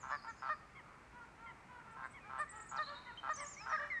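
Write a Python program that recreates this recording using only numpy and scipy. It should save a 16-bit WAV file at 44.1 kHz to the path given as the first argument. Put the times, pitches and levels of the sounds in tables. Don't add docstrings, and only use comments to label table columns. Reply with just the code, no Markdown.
import sys
import numpy as np
from scipy import signal
from scipy.fft import rfft, irfft
from scipy.io import wavfile
from scipy.ndimage import uniform_filter1d

SR = 44100
rng = np.random.default_rng(int(sys.argv[2]) if len(sys.argv) > 2 else 0)


def pcm_store(signal):
    levels = np.round(np.clip(np.atleast_2d(signal), -1, 1) * 32767)
    wavfile.write(sys.argv[1], SR, levels.astype(np.int16).T)


N = 176400

GOOSE_T60_S, SONG_T60_S, SONG_ECHO_DB = .6, 1.3, -8.5
SONG_FLUTTER_DB, SONG_WAVER, RASPY_WAVER = 2.5, .012, .03
CREAK_RING = .27


def undb(db):
    return 10 ** (np.asarray(db) / 20)


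def unit(x):
    return x / np.sqrt(np.mean(x ** 2) + 1e-20)


def add(out, start, x):
    i = int(np.clip(start * SR, 0, N - 1))
    out[i:i + len(x)] += x[:N - i]


def colour(x, points, size=2048):
    hz, db = np.array(points, float).T
    f = np.maximum(np.fft.rfftfreq(size, 1 / SR), 1)
    cepstrum = irfft(np.log(undb(np.interp(np.log(f), np.log(hz), db))))
    cepstrum[1:size // 2] *= 2
    cepstrum[size // 2 + 1:] = 0
    return signal.fftconvolve(x, irfft(np.exp(rfft(cepstrum))))[:len(x)]


def walk(rate, n):
    k = max(int(SR / rate), 1)
    return uniform_filter1d(np.repeat(rng.standard_normal(n // k + 1), k), k)[:n]


def progress(length):
    return np.linspace(0, 1, int(length * SR))


def fade(u, attack, release):
    rise = np.sin(np.pi / 2 * np.clip(u / attack, 0, 1))
    fall = np.sin(np.pi / 2 * np.clip((1 - u) / release, 0, 1)) ** 2
    return rise * fall


def tone(hz, partials_db=(0,)):
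    phase = 2 * np.pi * np.cumsum(hz) / SR
    return unit(sum(undb(db) * np.sin((k + 1) * phase) for k, db in enumerate(partials_db)))


def reed_echo(x, echo_db, t60):
    t = np.arange(SR) / SR
    lowpass = signal.butter(2, 3800, fs=SR, output="sos")
    tail = signal.sosfilt(lowpass, rng.standard_normal(SR)) * undb(-60 * t / t60)
    return x + undb(echo_db) * signal.fftconvolve(x, tail / np.linalg.norm(tail))[:N]


def scatter(x, db, decay_s=.033):
    u = progress(decay_s * 10)
    tail = rng.standard_normal(len(u)) * np.exp(-u * 10)
    smeared = signal.fftconvolve(x, tail / np.linalg.norm(tail))[:N]
    return (x + undb(db) * smeared) / np.hypot(1, undb(db))


def background(flock_hz=1094, spread_octaves=.44):
    # (frequency [Hz], relative density [dB])
    hush_spectrum = [(20, -19.5), (55, 3), (90, -3), (132, 0), (480, -9.5), (2300, -11.5), (3200, -25),
                     (8500, -30), (12500, -47)]
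    hush = unit(colour(rng.standard_normal(N), hush_spectrum, size=8192))
    octaves = np.log2(np.maximum(np.fft.rfftfreq(N, 1 / SR), 1) / flock_hz)
    flock = np.zeros(N)
    for place in np.linspace(-2, 2, 9):
        band = np.exp(-(octaves / spread_octaves - place) ** 2 / .3)
        swell = np.exp(-place ** 2 / 2) * undb(3 * walk(8, N))
        flock += swell * unit(irfft(band * rfft(rng.standard_normal(N)), N))
    return undb(-61.5) * hush + undb(-66.5) * unit(flock)


def slurs(rows, flutter_db, waver, partials_db=(0,)):
    out = np.zeros(N)
    for start, length, first, middle, last, db in rows:
        u = progress(length)
        glide = np.polyval(np.polyfit([0, .5, 1], [first, middle, last], 2), u)
        pitch = glide * (1 + waver * walk(300, len(u)))
        envelope = undb(db + flutter_db * walk(123, len(u))) * fade(u, .04, .19)
        add(out, start, envelope * tone(pitch, partials_db))
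    return out


def far_songbird(repeat_s=.28, repeat_db=-5):
    # (start [s], length [s], first pitch [Hz], middle pitch [Hz], last pitch [Hz], level [dB])
    notes = [(0, 0.037, 7350, 6690, 6030, -61), (.083, 0.042, 7200, 6720, 6440, -67.5),
             (.1, .105, 5250, 4900, 4120, -65), (.22, 0.048, 5000, 4950, 4700, -65.5)]
    phrase = slurs(notes, SONG_FLUTTER_DB, RASPY_WAVER)
    out = phrase.copy()
    add(out, repeat_s, undb(repeat_db) * phrase)
    return reed_echo(scatter(out, db=3), SONG_ECHO_DB, SONG_T60_S)


def near_songbird():
    # (start [s], length [s], first pitch [Hz], middle pitch [Hz], last pitch [Hz], level [dB])
    notes = [(2.762, 0.043, 6200, 3960, 3940, -56.5), (2.825, 0.03, 4400, 3930, 4370, -56.5),
             (2.861, 0.04, 4330, 4126, 4780, -56.5), (2.948, .038, 4150, 3690, 4450, -59),
             (3.336, 0.035, 6420, 6610, 9160, -54), (3.362, 0.051, 5530, 6020, 4650, -55),
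             (3.401, 0.063, 8100, 7870, 5960, -56.5), (3.464, 0.095, 6340, 7260, 5270, -54.5),
             (3.568, 0.094, 6050, 5280, 5030, -61), (3.69, 0.12, 6070, 5320, 5330, -62)]
    # (peak time [s], top pitch [Hz], level [dB])
    chips = [(1.924, 8900, -75.5), (2.065, 9050, -75), (2.121, 9050, -69), (2.403, 9280, -58.5),
             (2.509, 9120, -56), (2.573, 8560, -61.5), (2.618, 8530, -57.5), (2.673, 9200, -65.5),
             (2.706, 7940, -56), (3.321, 8200, -66)]
    chip_shape = [.87, .84, 1, .86, .74]
    second_voice = np.array(notes)
    second_voice[:, 2:5] *= .77
    out = slurs(notes, SONG_FLUTTER_DB, SONG_WAVER)
    out += undb(-17) * slurs(second_voice, SONG_FLUTTER_DB, RASPY_WAVER)
    chip_s = .037
    u = progress(chip_s)
    for peak, hz, db in chips:
        bends = chip_shape * (1 + .015 * rng.standard_normal(len(chip_shape)))
        contour = uniform_filter1d(np.interp(u, np.linspace(0, 1, len(bends)), bends), size=250)
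        pitch = hz * contour * (1 + SONG_WAVER * walk(300, len(u)))
        add(out, peak - chip_s / 2, undb(db) * fade(u, .15, .26) * tone(pitch))
    return reed_echo(scatter(out, db=-10), SONG_ECHO_DB, SONG_T60_S)


def waders(warble_hz=31.78, warble_depth=.086, crest_s=3.8):
    # (start [s], length [s], first pitch [Hz], middle pitch [Hz], last pitch [Hz], level [dB])
    whistles = [(2.205, .12, 2530, 2360, 2430, -65.5), (2.47, 0.23, 1975, 1882, 1780, -61),
                (3.174, 0.029, 2980, 3150, 2980, -51), (3.565, 0.06, 2090, 2370, 2690, -55.5),
                (3.730, 0.019, 2025, 1890, 1616, -44.5), (3.760, 0.027, 2200, 1745, 1510, -47.5),
                (3.901, 0.097, 2198, 1937, 1845, -41.5)]
    partials_db = [8.5, -21]
    # (start [s], top pitch [Hz], level [dB])
    yelps = [(.748, 1081, -56), (1.455, 1079, -55), (2.133, 1087, -56), (3.056, 1014, -55),
             (3.385, 1070, -50.5)]
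    # (time [s], centre pitch [Hz], level [dB])
    warble = [(3.661, 1348, -48), (3.709, 1724, -50), (3.8, 1735, -44), (3.878, 1786, -51.5)]
    out = slurs(whistles, flutter_db=.5, waver=.0019, partials_db=partials_db)
    u = progress(.069)
    for start, hz, db in yelps:
        pitch = hz * (1 - .49 * (u - .3) ** 2) * (1 + .031 * walk(300, len(u)))
        add(out, start, undb(db) * fade(u, .28, .25) * tone(pitch, partials_db=[-3.5, .5, -15]))
    times, centre, db = np.array(warble).T
    t = np.arange(times[0], times[-1], 1 / SR)
    vibrato = 1 + warble_depth * np.cos(2 * np.pi * warble_hz * (t - crest_s))
    pitch = np.interp(t, times, centre) * vibrato
    add(out, times[0], undb(np.interp(t, times, db)) * tone(pitch, partials_db))
    return reed_echo(out, echo_db=-17, t60=SONG_T60_S)


def buzz(hz, harmonics=16):
    phase = 2 * np.pi * np.cumsum(hz) / SR
    return unit(sum(np.cos(k * phase) for k in range(1, harmonics + 1)))


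def creak(ring, hz, flap_hz=133, jitter=.018, spread_db=1.3):
    out = np.zeros(len(ring))
    timing, sizes, slips = rng.standard_normal((32, 3)).T
    gaps = (1 + jitter * timing) / flap_hz
    for onset, size, slip in zip(np.cumsum(gaps) - gaps[0], sizes, slips):
        for k in range(4):
            i = int((onset + k * (1 + jitter * slip) / hz) * SR)
            if i < len(out):
                out[i] += undb(spread_db * size) * ring[i] ** k
    return unit(out)


def far_geese():
    # (start [s], length [s], pitch [Hz], level [dB], slide [share of the pitch])
    honks = [(1.128, 0.16, 474.6, -58.5, -0.12), (1.366, 0.18, 460.3, -59, 0.037),
             (1.679, .17, 485.2, -58.5, -0.16), (1.85, 0.15, 451.4, -58.5, -0.092),
             (2.232, 0.096, 420.4, -58.5, 0.067), (2.52, 0.122, 435.3, -54, -0.036),
             (2.862, 0.1, 582, -51.5, -0.0028), (2.888, .16, 491.4, -59.5, 0.1463),
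             (3.05, 0.11, 476, -57, -0.15), (3.367, .11, 583.4, -51, 0.016),
             (3.597, 0.11, 450.3, -53.5, 0.14), (3.784, 0.096, 592.3, -47, 0.019)]
    # (frequency [Hz], gain [dB])
    throat = [(250, -32), (580, -5), (940, 7), (1140, 5), (1400, 9.5), (1750, -2), (2300, -10.5),
              (4200, -24), (9000, -75)]
    out = np.zeros(N)
    for start, length, hz, db, slide in honks:
        u = progress(length)
        arch = 1 + slide * (u - .5) - .22 * (u - .5) ** 2
        pitch = hz * arch * (1 + .014 * walk(244, len(u)))
        voice = buzz(pitch) + .5 * creak(np.full(len(u), CREAK_RING), hz)
        add(out, start, undb(db) * fade(u, .18, .4) * unit(colour(voice, throat)))
    return reed_echo(out, echo_db=-8, t60=GOOSE_T60_S)


def puffs(flaps, decay_s=.003):
    gate = np.sqrt(signal.lfilter([1], [1, -np.exp(-2 / (decay_s * SR))], flaps ** 2))
    return unit(flaps + undb(-9) * unit(gate * rng.standard_normal(len(flaps))))


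def creak_resonance(x):
    # (frequency [Hz], bandwidth [Hz], gain [dB])
    modes = [(867, 57.7, 1.5), (1032, 68, 0.5), (1344, 102, 2), (1630, 112, -6.5), (1947, 67, -13)]
    ringing = sum((-1) ** k * undb(db) * signal.lfilter(*signal.iirpeak(hz, hz / width, fs=SR), x)
                  for k, (hz, width, db) in enumerate(modes))
    return unit(signal.sosfilt(signal.butter(2, [450, 3500], "band", fs=SR, output="sos"), ringing))


def near_goose(swell_s=.018, swell_db=-2.5, swell_ring=.75, break_s=.015):
    # (start [s], break [s], end [s], pitch [Hz], level [dB], creak re note [dB], clearness [0-1])
    honks = [(.031, .118, .176, 588, -38, -10, .55), (.238, .277, .328, 460, -45, -6, .95),
             (.422, .497, .550, 619, -35.5, -8, 1), (1.962, 2.034, 2.082, 530, -44.5, -6, .5),
             (2.296, 2.392, 2.453, 609, -37, -11, 1), (2.714, 2.787, 2.846, 618, -36, -9.5, 1),
             (3.231, 3.295, 3.340, 624, -36, -7, 1), (3.662, 3.724, 3.776, 627, -34, -12, 1)]
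    # (frequency [Hz], gain [dB])
    throat = [(300, -46), (620, -12.5), (860, -4), (1290, 3), (1850, -2.5), (2150, -13.5), (3100, -37.5),
              (3800, -30), (4900, -34.5), (9000, -70.5)]
    out = np.zeros(N)
    for start, breaks, end, hz, db, creak_db, clear in honks:
        t = np.arange(start, end, 1 / SR)
        n = len(t)
        u = (t - breaks) / (end - breaks)
        arch = 1 - .3 * (np.clip(u, 0, 1) - .38) ** 2
        pitch = hz * arch * (1 + .008 * walk(hz, n))
        swell = np.exp(np.minimum(t - breaks, 0) / swell_s)
        attack = np.minimum(.5 + (t - start) / swell_s, 1)
        effort = attack * (undb(creak_db) + (undb(swell_db) - undb(creak_db)) * swell)
        flaps = creak(CREAK_RING + (swell_ring - CREAK_RING) * swell, hz)
        rattle = creak_resonance(puffs(flaps) + .1 * rng.standard_normal(n))
        groups = clear ** (np.round(np.cumsum(pitch) / SR) % 4)
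        note = unit(colour(groups * (buzz(pitch) + .22 * rng.standard_normal(n)), throat))
        voiced = np.clip((t - breaks) / break_s + .5, 0, 1)
        honk = voiced * note + np.sqrt(1 - voiced ** 2) * effort * rattle
        release = np.sin(np.pi / 2 * np.clip((1 - u) / .65, 0, 1)) ** 1.64
        add(out, start, undb(db) * release * honk)
    return reed_echo(out, echo_db=-22, t60=GOOSE_T60_S)


def scene():
    return (near_goose() + far_geese() + waders() + near_songbird() + far_songbird() + background())[None]


def record(dry):
    return signal.sosfilt(signal.ellip(8, .2, 70, 12700, fs=SR, output="sos"), dry)


dry = scene()
out = record(dry)
pcm_store(out)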